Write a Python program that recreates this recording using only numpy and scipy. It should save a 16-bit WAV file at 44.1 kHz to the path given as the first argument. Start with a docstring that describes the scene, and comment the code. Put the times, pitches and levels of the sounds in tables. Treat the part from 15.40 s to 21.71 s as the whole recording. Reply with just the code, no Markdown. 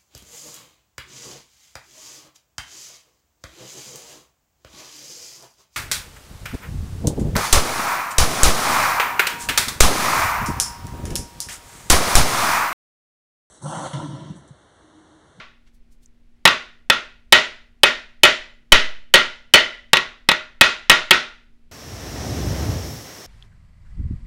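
"""The spine of a folding knife knocked on a plank table, close to the microphone in a small, live room.
Each blow cracks and sets planks and knife ringing, and some bounce. The microphone input clips for the
first milliseconds, then the room rings out. Underneath lie room tone and a faint hum. Fingers shift on
the handle early on, and three times the hand stops close enough to push air onto the microphone."""
import sys
import numpy as np
from scipy import signal
from scipy.fft import rfft, irfft
from scipy.io import wavfile

SR = 44100
rng = np.random.default_rng(int(sys.argv[2]) if len(sys.argv) > 2 else 0)


def put_to_file(sound):
    """Save the sound as 16-bit audio at rate SR, in the file named by the first command-line argument."""
    columns = np.atleast_2d(sound).T  # one column per channel
    safe = np.clip(columns, -1, 1)
    whole_steps = np.round(safe * 32767)
    wavfile.write(sys.argv[1], SR, whole_steps.astype(np.int16))


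N = 278403

# modes of table and knife: pitch_hz, t60_s, gain_at_place_0_db, gain_at_place_1_db, room_share_db
MODES = [(168.7, 0.051, -25, -16, 13), (243, .35, -36.5, -37.5, 24), (373.7, 0.13, -18, -23, 24.5),
         (441, 0.074, -11, -32.5, 11), (541.2, 0.067, -10, -16.5, 7), (591.2, 0.11, -10, -27.5, 25.5),
         (621, 0.37, -27.5, -30.5, 44), (818.6, 0.053, -20.5, -20.5, 7.5), (925, 0.06, -12, -16, 4),
         (954, 0.027, -31, -30.5, 31), (1133, 0.032, -23, -6.5, 14.5), (1311, 0.074, -16.5, -12.5, 21),
         (1408, 0.073, -23, -18.5, 33.5), (1390, 0.2, -13, -19.5, 12.5), (1490, 0.12, -25, -25.5, 33),
         (1380, 0.13, -23.5, -17.5, 15.5), (1890, 0.037, -5.5, -8.5, 6), (1840, 0.033, -17.5, -14.5, 21),
         (1900, 0.2, -10, -9, 7.5), (1983, 0.069, -16.5, -22, 30.5), (2110, 0.045, -13.5, -15.5, 18),
         (2352, 0.061, -14, -13, -2.5), (2435, 0.015, -8.5, -14, 1), (2538, 0.088, -10, -7, 14.5),
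         (2740, 0.014, -15.5, -9.5, 5), (3015, 0.05, 4, -12.5, -2), (3017, 0.052, 5, -20, 10),
         (3508, 0.16, -19.5, -15, 13.5), (3540, 0.02, -16, -3.5, 4), (3835, 0.057, -15.5, -8, 10.5),
         (4200, 0.27, -38, -25, 19), (4370, 0.18, -10, -55, 12), (4830, 0.07, -32, -33.5, 31.5),
         (7100, 0.047, -36.5, -36, 44.5)]


def undb(db):
    """Decibels to gain."""
    return 10 ** (np.asarray(db) / 20)


def level(x, db):
    """Scale to an rms level."""
    return x * undb(db) / np.sqrt(np.mean(x ** 2))


def colour(x, gain_at):
    """Filter with a gain given as a function of octaves (log2 Hz)."""
    hz = np.maximum(np.fft.rfftfreq(len(x), 1 / SR), 1)
    return irfft(rfft(x) * gain_at(np.log2(hz)), len(x))


def add(track, sound, start_s):
    """Mix a sound into a track, dropping what falls outside it."""
    start = int(round(start_s * SR))
    lo, hi = max(start, 0), min(start + len(sound), len(track))
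    if hi > lo:
        track[lo:hi] += sound[lo - start:hi - start]


def fading_noise(table, noise):
    """Dense resonances: overlapping bands of a noise, each with its own level and decay."""
    hz, db, t60 = np.transpose(table)
    t = np.arange(len(noise)) / SR
    shaped = colour(noise, lambda o: undb(np.interp(o, np.log2(hz), db)))
    bands = (colour(shaped, lambda o: np.interp(o, np.log2(hz), peak)) for peak in np.eye(len(hz)))
    return sum(band * np.exp(-np.log(1000) * t / decay) for band, decay in zip(bands, t60))


def contacts(blow_room_db=0.73, bounce_room_db=-2, bounce_slip=0.24):
    """Blows, then bounces a little further along the spine: start_s, force_db, place, room_share_db."""
    # the spine striking the table: start_s, force_db, place (of contact, 0-1)
    blows = [(-.135, -6, 0.95), (1.0536, -0.5, 0.84), (1.4997, -5.5, 0.62), (1.9242, 2.5, 0.33),
             (2.4336, -1, 0.4), (2.8341, 2, 0.22), (3.321, 3, 0.21), (3.7396, 1.5, 0.17), (4.1381, 2, 0.06),
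             (4.5325, -4, 0.82), (4.8888, -6.5, 0.7), (5.2106, 1.5, 0.81), (5.4970, 1.5, 0.69),
             (5.7088, -.5, 0.65)]
    # the blade falling back after some blows: start_s, force_db
    bounces = [(1.0755, -11), (2.8518, -12.5), (3.7560, -12.5), (4.1554, -13), (4.5703, -15), (4.916, -17),
               (5.5156, -13)]
    rows = [(start_s, force_db, place, blow_room_db) for start_s, force_db, place in blows]
    for start_s, force_db in bounces:
        last_place = [place for blow_s, _, place in blows if blow_s < start_s][-1]
        rows.append((start_s, force_db, min(last_place + bounce_slip, 1), bounce_room_db))
    return rows


def mode_gains(place, scatter_db=2.0):
    """How strongly each mode answers depends on where the spine lands."""
    _, _, place_0_db, place_1_db, _ = np.transpose(MODES)
    gain_db = place_0_db + place * (place_1_db - place_0_db)
    return undb(gain_db + scatter_db * rng.standard_normal(len(MODES)))


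def grain(end_noises, place, fresh_share=0.79):
    """Fine structure of a response: partly set by the place of contact, mostly new at each blow."""
    angle = place * np.pi / 2
    of_place = np.cos(angle) * end_noises[0] + np.sin(angle) * end_noises[1]
    fresh = rng.standard_normal(len(of_place))
    return np.sqrt(1 - fresh_share) * of_place + np.sqrt(fresh_share) * fresh


def hardness(sound, force_db, pivot_hz=2000):
    """A stronger contact is harder and shorter, and so brighter."""
    tilt_db_per_octave = 0.08 + 0.1247 * force_db
    padded = np.pad(sound, (0, len(sound)))
    tilted = colour(padded, lambda o: undb(tilt_db_per_octave * np.clip(o - np.log2(pivot_hz), -2, 2)))
    return tilted[:len(sound)]


def blow(gains, noise, detune=0.0016, ring_db=2.5):
    """One contact heard close up: a short crack and the ringing modes, which the grip detunes a little."""
    # crack of the many damped modes between the ringing ones: band_hz, gain_db, t60_s
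    crack_bands = [(50, -3.5, 0.023), (198, 0, 0.0077), (457, 5.5, 0.017), (860, 10, 0.036),
                   (1560, 12, 0.045), (3420, 18, 0.035), (4180, 14.5, 0.021), (6650, 6.5, 0.016),
                   (9900, 0.5, 0.021), (16100, -10, 0.024)]
    t = np.arange(len(noise)) / SR
    hz, t60, *_ = np.transpose(MODES)
    hz = hz * (1 + detune * rng.standard_normal(len(hz)))
    rings = np.cos(2 * np.pi * np.outer(hz, t)) * np.exp(-np.log(1000) * t / t60[:, None])
    return undb(ring_db) * gains @ rings + fading_noise(crack_bands, noise)


def room(gains, noise, ripple_db, cluster_hz=18, build_s=0.013, far_wall_s=0.022, linger_s=0.2):
    """The room returns a blow from all directions: a wash with a peak at every mode."""
    # reverberation of the small room: band_hz, gain_db, t60_s
    reverb_bands = [(58.5, -10.5, 0.23), (175, -11, 0.29), (352, -6, 0.3), (710, -9.5, 0.32),
                    (1150, -3.5, 0.29), (1890, -2, 0.32), (3640, -0.5, 0.3), (4470, -9, 0.31),
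                    (6320, -14, 0.29), (7600, -26, 0.3), (12000, -28.5, 0.15), (16000, -38.5, .17)]
    t = np.arange(len(noise)) / SR
    hz, t60, _, _, room_share_db = np.transpose(MODES)
    # the planks couple, which spreads each mode's energy over a small cluster
    own_width = np.log(1000) / (2 * np.pi * t60)
    half_width = np.hypot(own_width, cluster_hz)
    power = (undb(room_share_db) * gains) ** 2 * own_width / half_width

    def resonances(octave):
        f = 2 ** octave
        peaks = (1 / (1 + ((f[:, None] - hz) / half_width) ** 2)) @ power
        # countless weak modes ripple the treble
        fine_db = np.interp(f, np.linspace(0, SR / 2, len(ripple_db)), ripple_db)
        return np.sqrt(1 + peaks) * undb(fine_db * np.minimum(f / 4000, 1))

    # the wash builds up quickly and swells again when the far walls answer
    swell = (1 - np.exp(-(t / build_s) ** 2)) * np.where(t < far_wall_s, undb(-3), 1)
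    # the last reflections, between the hardest walls, die more slowly
    linger = np.sqrt(1 + (t / linger_s) ** 4)
    return fading_noise(reverb_bands, colour(noise, resonances)) * swell * linger


def knife_knocks():
    """Every contact reaches the microphone directly, off nearby surfaces and through the room."""
    # first reflections from nearby surfaces: delay_s, gain_db
    reflections = [(.0045, -17), (.0078, -21.5)]
    out = np.zeros(N)
    crack_ends = rng.standard_normal((2, 8192))  # one noise for place 0, one for place 1
    room_ends = rng.standard_normal((2, 24576))
    ripple_db = rng.standard_normal(400)
    polarity = rng.choice([-1, 1], len(MODES))
    for start_s, force_db, place, room_share_db in contacts():
        gains = polarity * mode_gains(place)
        strike = blow(gains, grain(crack_ends, place))
        direct = undb(force_db) * hardness(strike, force_db)
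        add(out, direct, start_s)
        for delay_s, gain_db in reflections:
            add(out, undb(gain_db) * direct, start_s + delay_s)
        wash = room(gains, grain(room_ends, place), ripple_db)
        add(out, undb(force_db + room_share_db) * hardness(wash, force_db), start_s)
    return out


def room_tone():
    """The steady air of the room, mostly low rumble."""
    # spectrum of the room tone: frequency_hz, gain_db
    spectrum = [(20, -20.5), (50, -33), (100, -44.5), (200, -49), (320, -52), (500, -59), (1000, -67),
                (2200, -64.5), (4000, -71), (8000, -78.5), (16000, -85)]
    hz, db = np.transpose(spectrum)
    return colour(rng.standard_normal(N), lambda o: undb(np.interp(o, np.log2(hz), db)))


def hum(pitch_hz=236.4, level_db=-66, waver_hz=0.43):
    """Something in the room hums faintly, its pitch wavering a little."""
    slow_noise = colour(rng.standard_normal(N), lambda o: 1. 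* (o < np.log2(20)))
    hz = pitch_hz + waver_hz * level(slow_noise, 0)
    return level(np.sin(2 * np.pi * np.cumsum(hz) / SR), level_db)


def fingers(size=8192):
    """Skin slips on the handle: brief hisses and a tick, which start faster than they fade."""
    # fingers shifting their grip: peak_s, level_db, centre_hz
    slips = [(.275, -61, 2200), (.348, -66, 5500), (.524, -63, 5500), (.634, -61, 6000)]
    # the thin tick that ends the last slip: peak_s, level_db, centre_hz
    ticks = [(.66, -46, 6660)]
    slip_octaves, slip_fade_s = 1.1, .018
    tick_octaves, tick_fade_s = 0.2, .0017
    out = np.zeros(N)
    t = (np.arange(size) - size / 2) / SR
    for events, width, fade_s in (slips, slip_octaves, slip_fade_s), (ticks, tick_octaves, tick_fade_s):
        envelope = np.exp(-np.maximum(t, -2 * t) / fade_s)
        for peak_s, level_db, centre_hz in events:
            noise = rng.standard_normal(size)
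            hiss = colour(noise, lambda o: np.exp(-((o - np.log2(centre_hz)) / width) ** 2 / 2))
            add(out, level(hiss, level_db) * envelope, peak_s + t[0])
    return out


def air_puffs(rise_s=.016, settle_ratio=4):
    """A low thump of air as the hand stops, then the overloaded microphone input slowly settles."""
    # air pushed by the hand stopping close to the microphone: start_s, gain_db
    puffs = [(3.319, 4.5), (3.741, -12), (5.497, -15)]
    out = np.zeros(N)
    for start_s, gain_db in puffs:
        age = np.maximum(np.arange(N) / SR - start_s, 0) / rise_s
        thump = -age * np.exp(-age)
        settling = age * np.exp(-age / settle_ratio) / settle_ratio ** 2
        out += undb(gain_db) * (thump + settling)
    return out


def scene():
    """Knife, hand and room at one microphone close to the table."""
    return (knife_knocks() + fingers() + air_puffs() + room_tone() + hum())[None]


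def record(dry, clip_level=.96, knee=10, soft_top_hz=15000, cutoff_hz=16000):
    """The microphone input clips with a narrow knee; the top is softened, then cut."""
    clipped = clip_level * dry / (1 + np.abs(dry) ** knee) ** (1 / knee)
    softened = colour(clipped[0], lambda o: 1 / np.sqrt(1 + (2 ** o / soft_top_hz) ** 4))
    lowpass = signal.firwin(255, cutoff_hz, fs=SR)
    return signal.fftconvolve(softened, lowpass, mode="same")[None]


dry = scene()
out = record(dry)
put_to_file(out)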